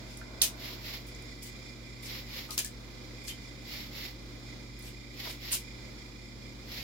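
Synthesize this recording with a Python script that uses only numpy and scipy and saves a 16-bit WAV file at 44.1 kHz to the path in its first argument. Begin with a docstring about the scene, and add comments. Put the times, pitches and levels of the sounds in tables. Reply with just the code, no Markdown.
"""A caiman's jaws chew a fish on a slab in an indoor tank: bones snap as short pitched noise bursts,
several together in a big snap, and flesh squelches as swarms of tiny ringing pops. A few bubbles
plink as gliding, decaying sines. The hard tank walls give the bites a short bright tail of dense
decaying noise and ringing modes. Motor tones hum, moving air rushes and hisses as coloured noise,
low thuds sound on the slab, and soft noise swishes come mostly in pairs, perhaps from a small drive."""
import sys
import numpy as np
from scipy import signal
from scipy.fft import rfft, irfft, next_fast_len
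from scipy.io import wavfile
from scipy.ndimage import map_coordinates

SR = 44100
rng = np.random.default_rng(int(sys.argv[2]) if len(sys.argv) > 2 else 0)


def to_wav(sig):
    """Store sig (one row per channel, or 1-D mono) as 16-bit WAV at the path in sys.argv[1].

    Samples outside -1..1 are clipped; the rate is SR.
    """
    pcm = np.clip(np.atleast_2d(sig), -1, 1) * 32767
    pcm = np.round(pcm).astype(np.int16)
    wavfile.write(sys.argv[1], SR, pcm.T)  # frames by channels


N = 301189
TIME = np.arange(N) / SR
TOP_HZ = 15850  # upper band limit of the whole scene

# Tones of the pump motors and the mains: f/Hz, rms level/dB
MOTOR_TONES = [(50.55, -51), (58.7, -66), (60, -66), (120, -52.5), (189.5, -73), (202.2, -62.5), (221, -72),
               (240, -58), (271.3, -69), (293.5, -61), (303.3, -68), (322, -70), (352.2, -64), (360, -67.5),
               (372.5, -72)]
# Spectrum of the rush of moving air: f/Hz, relative level/dB
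AIR_SPECTRUM = [(20, -15), (45, 0), (100, 1.5), (150, -1), (290, 0), (460, -5), (510, -1.5), (560, -5.5),
                (750, -10.5), (1050, -11.5), (1700, -14.5), (2800, -18.5), (4000, -10), (6100, -17.5),
                (8300, -30.5), (12000, -30)]
# Resonances of the hiss: f/Hz, width/Hz, relative level/dB
HISS_RESONANCES = [(2060, 118, -7), (2373, 111, -7), (3506, 345, -15), (4400, 22, -10.5),
                   (5050, 480, -12.5), (5800, 12, -17), (7060, 740, -20.5), (9600, 610, -29.5)]
# Balance of the moving air: f/Hz, left minus right/dB
AIR_BALANCE = [(200, -1), (600, -0.5), (1200, -5.5), (2400, -8), (4400, -2), (8000, -4)]
# Correlation of left and right in the noise sounds: f/Hz, correlation (1 = identical)
LEFT_RIGHT_CORRELATION = [(60, 0.6), (130, 0.75), (290, 1), (640, 0.2), (1400, 0.12), (3000, 0.066)]
MOTOR_HZ, THROB_DB = 29.6, 1.8  # motor turns per second, and the depth of the hiss's throb

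# Resonances of the slab: f/Hz, width/Hz, relative level/dB
SLAB_RESONANCES = [(298, 160, -8), (415, 156, 17.5), (645, 80, 21), (990, 220, 16), (1490, 220, 14)]
# Fish and feet bumping on the slab: t/s, level/dB, half length/s
SLAB_BUMPS = [(0.433, -50, 0.014), (2.495, -54, 0.015), (2.579, -36, 0.0015), (2.6, -51.5, 0.025),
              (5.27, -44.5, 0.014), (5.298, -49.5, 0.012), (5.546, -54, .025)]
DRAG_AT_S, DRAG_DB, DRAG_HALF_S = 0.5, -54, 0.54  # the body drags softly around the first bite

# Chews: t/s, skin crackle level/dB, length/s, skin centre f/Hz, pulp relative to skin/dB
CHEW_EVENTS = [(0.058, -63, 0.1, 5000, -2), (0.4203, -32, 0.025, 9100, -12.5),
               (1.063, -58, 0.022, 10000, -11), (1.42, -48, 0.016, 7060, -20),
               (1.456, -51, 0.018, 6000, -18), (2.022, -51.5, 0.037, 7000, -18),
               (2.48, -59, 0.016, 9000, 0), (2.506, -46.5, 0.028, 8140, -19),
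               (2.574, -37.5, 0.014, 11000, -3), (2.645, -60, 0.011, 6000, 4),
               (3.236, -57, 0.036, 8000, -14), (3.27, -44.5, 0.023, 8000, -4.5),
               (3.415, -63, 0.022, 4000, -8), (4.827, -56.5, 0.052, 9050, -3),
               (5.274, -52.5, 0.037, 9000, -8), (5.501, -49, 0.018, 8500, 4),
               (5.514, -34.5, 0.03, 12000, -12.5)]
SKIN_OCTAVES = 0.74  # half-width of the crackle's spectral peak
PULP_LAG_S, PULP_HZ, PULP_OCTAVES = 0.007, 2030, 0.43  # delay, centre and half-width of the squelch
FLESH_WET_DB = 2  # tank echo of skin and pulp

# Parts of bone snaps, several rows for a big one:
# t/s, level/dB, centre f/Hz, left minus right/dB, half-width/octaves, length/s
SNAP_PARTS = [(0.172, -43.5, 8300, -3, .25, 0.0039), (0.4162, -21.5, 4200, -8, .17, 0.0026),
              (0.4186, -19, 6050, 0, 0.11, 0.0023), (0.4187, -23.5, 9300, -12, .13, 0.0029),
              (0.4203, -24, 13200, -10, .25, .003), (0.4205, -21.5, 6500, -9, 1.15, 0.0018),
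              (0.4253, -29, 6000, -2, 1.3, 0.0011), (1.148, -52, 6560, 9, .1, .0025),
              (1.224, -53.5, 9500, 0, .3, .0025), (2.5063, -38.5, 4400, 5, .13, .004),
              (2.5067, -37.5, 10000, 0, .5, .003), (2.51, -43, 5000, 12, .4, .002),
              (2.5787, -24, 8500, 0, 1.8, 0.0016), (2.5788, -30, 5300, 5, 0.1, 0.0042),
              (2.59, -29.5, 7260, 8, 0.14, 0.002), (2.5908, -31, 11000, -10, 0.28, 0.0052),
              (2.6471, -31, 7400, 4, 0.095, 0.0025), (2.6473, -36, 10500, -1, .7, .002),
              (3.281, -41, 4900, 12, 0.14, 0.0045), (3.285, -44, 5600, 9, .5, .0023),
              (3.296, -44, 4000, 2, .8, 0.0022), (4.791, -49, 13000, -3, .44, 0.0045),
              (4.823, -47, 9000, -1, .3, 0.0048), (5.519, -35, 11500, -3, .4, .002),
              (5.525, -28.5, 8900, -4, 0.11, .003), (5.531, -29, 5900, 1, .45, 0.0018),
              (5.536, -33, 7900, 2, .18, .003), (5.539, -35, 7500, 4, .5, .002),
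              (5.551, -37, 6000, -1, .4, .002), (5.559, -36, 3100, 0, 0.27, .004),
              (5.578, -41, 8500, -2, .4, .002)]
# Colour shared by bone, skin and pulp: f/Hz, gain/dB
BITE_COLOUR = [(200, -14), (700, -14), (1900, -1.5), (2900, 4), (6000, 0.5), (8000, -1.5), (9700, -3.5),
               (14500, -1), (15800, -2)]
# How the jaws' sound reaches the two sides: f/Hz, left minus right/dB
JAW_BALANCE = [(1000, -9), (2500, 0.5), (5000, 4), (7000, 3.5), (9500, -6.5), (14000, 1)]
SNAP_S, SNAP_WET_DB = 0.0022, -1.8  # time over which a snap part's level is taken; its tank echo
SNAP_ECHO_OCTAVES = 0.55  # walls gather sound from all directions: the echo is this much broader

# Reverberation time of the tank: f/Hz, t60/s
TANK_T60 = [(300, 0.11), (1200, 0.11), (3000, 0.17), (8000, 0.17), (15000, 0.14)]
# Modes of the hard tank after a snap: f/Hz, level before focus on the snap part's pitch/dB
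TANK_MODES = [(3154, -14.5), (4279, -14), (4882, -15), (5452, -23), (6089, -19), (6274, -19), (9009, -17),
              (9380, -19), (9794, -23), (14620, -24)]
RING_RISE_S, RING_T60_S = 0.0027, 0.13  # build-up time constant and t60 of these modes

# Small bubbles: t/s, level/dB, starting f/Hz, t60/s
BUBBLE_EVENTS = [(0.2145, -37, 1574, 0.036), (2.490, -44, 1216, 0.13), (2.488, -47, 875, 0.05),
                 (2.514, -49, 1060, .06), (2.589, -42, 1660, 0.044), (2.649, -42.5, 1730, 0.042),
                 (3.297, -36.5, 3100, .045), (5.521, -22.5, 9530, 0.019), (5.522, -46, 1410, 0.052),
                 (5.529, -43.5, 974, 0.067)]
BUBBLE_RISE = 0.02  # at t60 the pitch has risen by twice this share
BUBBLE_WET_DB = 2  # tank echo of a bubble

# Swishes, mostly in pairs: middle t/s, half length/s
SWISH_TIMES = [(0.678, 0.063), (0.91, 0.065), (2.138, 0.063), (2.376, 0.063), (3.766, .072), (4.024, 0.067),
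               (5.258, 0.066), (5.49, 0.054), (6.777, 0.069)]
# Spectrum of a swish: f/Hz, relative level/dB
SWISH_SPECTRUM = [(700, -7), (1600, -8), (2050, 5), (2600, 0), (4300, 4), (5500, 0.5), (6300, -10.5),
                  (7600, -10.5), (8400, -58), (10000, -18.5), (11600, -7), (15500, -8)]
SWISH_DB = -41


def amp(db):
    """Amplitude gain is ten to the power of a twentieth of the level in decibels."""
    return 10 ** (np.asarray(db) / 20)


def unit(x):
    """Root-mean-square normalization to 1."""
    return x / np.sqrt(np.mean(x ** 2) + 1e-20)


def along(points, hz):
    """Interpolation of (f/Hz, value) points on a logarithmic frequency axis."""
    f, v = np.transpose(points)
    return np.interp(np.log(hz + 1), np.log(f + 1), v)


def sides(pan_db):
    """Stereo position by level difference: half the decibels up on the left, half down on the right."""
    return amp(np.array([[.5], [-.5]]) * pan_db)


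def filtered(x, response):
    """Linear filtering: the spectrum is multiplied by a frequency response."""
    n = x.shape[-1]
    m = next_fast_len(n + 8192)
    spectrum = rfft(x, m)
    return irfft(spectrum * response(np.fft.rfftfreq(m, 1 / SR)), m)[..., :n]


def resonances(modes, hz):
    """Superposition of bell-shaped resonance gains."""
    return sum(amp(db) * np.exp(-((hz - centre) / width) ** 2) for centre, width, db in modes)


def focus(hz, centre_hz, octaves, order=1):
    """Gain of a spectral peak, 3 dB down at the half-width; a higher order gives steeper skirts."""
    distance = np.log2((hz + 1) / centre_hz) / octaves
    return 1 / np.sqrt(1 + distance ** (2 * order))


def add(track, s, sound):
    """Superposition of a sound on a track from time s onward."""
    start = round(s * SR)
    track[:, start:start + sound.shape[-1]] += sound[:, :N - start]


def wobble(rate):
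    """Smooth random modulation: a spline through random knots, rate of them per second."""
    return map_coordinates(rng.standard_normal(4096), [TIME * rate], mode="wrap")


def rush(response):
    """Coloured stereo noise of rms 1, correlated in the bass and nearly independent in the treble."""
    def mid_and_side(hz):
        # mid and side powers in this ratio give the wanted correlation
        turn = np.arccos(np.clip(along(LEFT_RIGHT_CORRELATION, hz), -1, 1)) / 2
        return response(hz) * np.array([np.cos(turn), np.sin(turn)])

    mid, side = filtered(rng.standard_normal((2, N)), mid_and_side)
    return unit(np.array([mid + side, mid - side]))


def pumps(waver_db=0.96, wide_hz=330):
    """Rotating machines and mains give line spectra; left-right phase difference grows with pitch."""
    out = np.zeros((2, N))
    for hz, db in MOTOR_TONES:
        phase_gap = rng.choice([-1, 1]) * hz / wide_hz  # radians
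        phase = rng.uniform(0, 2 * np.pi) + np.array([[.5], [-.5]]) * phase_gap
        level = amp(db + waver_db * wobble(3.93))
        out += level * np.sqrt(2) * np.sin(2 * np.pi * hz * TIME + phase)
    return out


def air(rumble_db=-51, hiss_db=-54, drift_db=1.5, flicker_db=1.56, surge_db=1):
    """Flow noise: a surging rush, and a resonant hiss modulated at random and once per motor turn."""
    surge = amp(rumble_db + surge_db * wobble(7))
    rumble = surge * rush(lambda hz: amp(along(AIR_SPECTRUM, hz)))
    throb = THROB_DB * np.sin(2 * np.pi * MOTOR_HZ * TIME)
    flow = amp(drift_db * wobble(2.12) + flicker_db * wobble(16) + throb)
    hiss = amp(hiss_db) * flow * rush(lambda hz: resonances(HISS_RESONANCES, hz))
    return filtered(rumble + hiss, lambda hz: sides(along(AIR_BALANCE, hz)))


def slab():
    """Forced vibration: bumps and one slow drag excite the low resonances of the slab."""
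    level = amp(DRAG_DB) * np.exp(-((TIME - DRAG_AT_S) / DRAG_HALF_S) ** 2)
    for s, db, half in SLAB_BUMPS:
        level += amp(db) * np.exp(-((TIME - s) / half) ** 2)
    return level * rush(lambda hz: resonances(SLAB_RESONANCES, hz))


def tank_echo(x, wet_db, pan_db=0, build=.004, clump_db=2.5, clump_hz=700):
    """Reverberation: dense wall reflections in uneven clumps, decaying at a rate set by frequency."""
    hz, t, z = signal.stft(rng.standard_normal((2, SR // 3)), SR, nperseg=256)
    decay = amp(-60 * t / along(TANK_T60, hz)[:, None])
    tail = signal.istft(z * decay, SR, nperseg=256)[1]
    t = TIME[:tail.shape[1]]
    clumps = map_coordinates(rng.standard_normal(256), [t * clump_hz], mode="wrap")
    tail = tail * (1 - np.exp(-t / build)) * amp(clump_db * clumps)
    tail = tail / np.linalg.norm(tail[0])
    return signal.fftconvolve(x, amp(wet_db) * sides(pan_db / 2) * tail, axes=1)


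def in_tank(x, wet_db, pan_db=0):
    """Superposition of direct sound and its reverberation, the echo panned half as far."""
    out = tank_echo(x, wet_db, pan_db)
    add(out, 0, sides(pan_db) * x)
    return out


def shaped(burst, length, centre_hz, octaves, order=1):
    """Band-limited resonant colouring of a burst, its energy set to rms 1 over the given length."""
    def response(hz):
        peak = focus(hz, centre_hz, octaves, order)
        return amp(along(BITE_COLOUR, hz)) * peak * (hz < TOP_HZ)

    burst = filtered(burst, response)
    return burst / np.linalg.norm(burst, axis=1, keepdims=True) * np.sqrt(length * SR)


def crackle(length, count=150, life=.0008, spread_db=4.5):
    """Granular sound: many tiny wet pops, each a briefly ringing oscillator at its own pitch."""
    t = TIME[:SR // 300]
    when = length * rng.beta(1.8, 2.2, (count, 1)) * np.sqrt(2)
    hz = rng.uniform(500, TOP_HZ, (count, 1))
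    size = amp(spread_db * rng.standard_normal((count, 1)))
    cycles = hz * t + rng.random((2, count, 1))  # independent phase on each side
    pops = size * np.exp(-t / life) * np.sin(2 * np.pi * cycles)
    index = (when * SR).astype(int) + np.arange(len(t))
    # sum overlapping pops sample by sample
    return np.array([np.bincount(index.ravel(), side.ravel()) for side in pops])


def chews():
    """Impulsive tearing: the skin crackles, then a duller pulp squelch follows as the teeth sink in."""
    out = np.zeros((2, N))
    for s, db, length, hz, pulp_db in CHEW_EVENTS:
        skin = shaped(crackle(length), length, hz, SKIN_OCTAVES)
        pulp = shaped(crackle(length), length, PULP_HZ, PULP_OCTAVES)
        add(out, s, amp(db) * in_tank(skin, FLESH_WET_DB))
        add(out, s + PULP_LAG_S, amp(db + pulp_db) * in_tank(pulp, FLESH_WET_DB))
    return out


def fracture(length, break_s=.0004, break_db=2, even=.7):
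    """Brittle fracture: a sharp tick, then the running crack's broad noise, different on each side."""
    t = TIME[:SR // 16]
    tick = amp(break_db) * t / break_s * np.exp(1 - (t / break_s) ** 2)
    run = (1 - np.exp(-t / break_s)) * np.exp(-(t / length) ** 2)
    z = rfft((tick + run) * rng.standard_normal((2, len(t))), 2 * len(t))
    flattened = z / (np.abs(z) + 1e-9) ** even  # partly evens out the spectrum
    return irfft(flattened)[:, :len(t)]


def ringing(centre_hz, octaves):
    """Modal excitation: tank modes near a given pitch build up and decay exponentially."""
    t = TIME[:SR // 4]
    modes = 0
    for hz, db in TANK_MODES:
        cycles = hz * t + rng.random() + rng.random((2, 1)) / 2
        modes = modes + amp(db) * focus(hz, centre_hz, octaves) * np.sin(2 * np.pi * cycles)
    return modes * (1 - np.exp(-t / RING_RISE_S)) * amp(-60 * t / RING_T60_S)


def snaps():
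    """Release of strain: each row gives one short pitched part of a snap; a big snap takes several rows."""
    out = np.zeros((2, N))
    for s, db, hz, pan_db, octaves, length in SNAP_PARTS:
        burst = fracture(length)
        direct = shaped(burst, SNAP_S, hz, octaves, order=2)
        broad = shaped(burst, SNAP_S, hz, octaves + SNAP_ECHO_OCTAVES, order=2)
        add(out, s, amp(db) * sides(pan_db) * direct)
        add(out, s, amp(db) * tank_echo(broad, SNAP_WET_DB, pan_db))
        add(out, s, amp(db) * ringing(hz, octaves))
    return out


def jaws():
    """Transmission from one source: chews and snaps share a left-right balance set by frequency."""
    return filtered(chews() + snaps(), lambda hz: sides(along(JAW_BALANCE, hz)))


def bubbles(blur_hz=45):
    """Damped bubble oscillation: a brief ring, its pitch rising with slight random phase drift."""
    out, t = np.zeros((2, N)), TIME[:SR // 4]
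    for s, db, hz, t60 in BUBBLE_EVENTS:
        glide = 1 + BUBBLE_RISE * t / t60
        drift = np.cumsum(rng.standard_normal(len(t))) * np.sqrt(2 * np.pi * blur_hz / SR)
        envelope = amp(db - 60 * t / t60) * (1 - np.exp(-t / 0.00069))
        ring = envelope * np.sin(2 * np.pi * hz * t * glide + drift)
        add(out, s, in_tank(ring[None], BUBBLE_WET_DB, pan_db=-3.0))
    return out


def swishes(pan_db=-2, steep=2.5, rough_db=1.5):
    """Amplitude-modulated noise: every swish swells and fades symmetrically, with a slight rasp."""
    swells = sum(np.exp(-np.abs((TIME - s) / half) ** steep / 2) for s, half in SWISH_TIMES)
    level = amp(SWISH_DB) * swells * amp(rough_db * wobble(90))
    return level * sides(pan_db) * rush(lambda hz: amp(along(SWISH_SPECTRUM, hz)))


def scene():
    """Superposition of the steady room sounds, the feeding caiman and the swishes."""
    return pumps() + air() + slab() + jaws() + bubbles() + swishes()


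def record(dry):
    """Band limitation: nothing at or above the upper limit passes."""
    return filtered(dry, lambda hz: hz < TOP_HZ)


dry = scene()
out = record(dry)
to_wav(out)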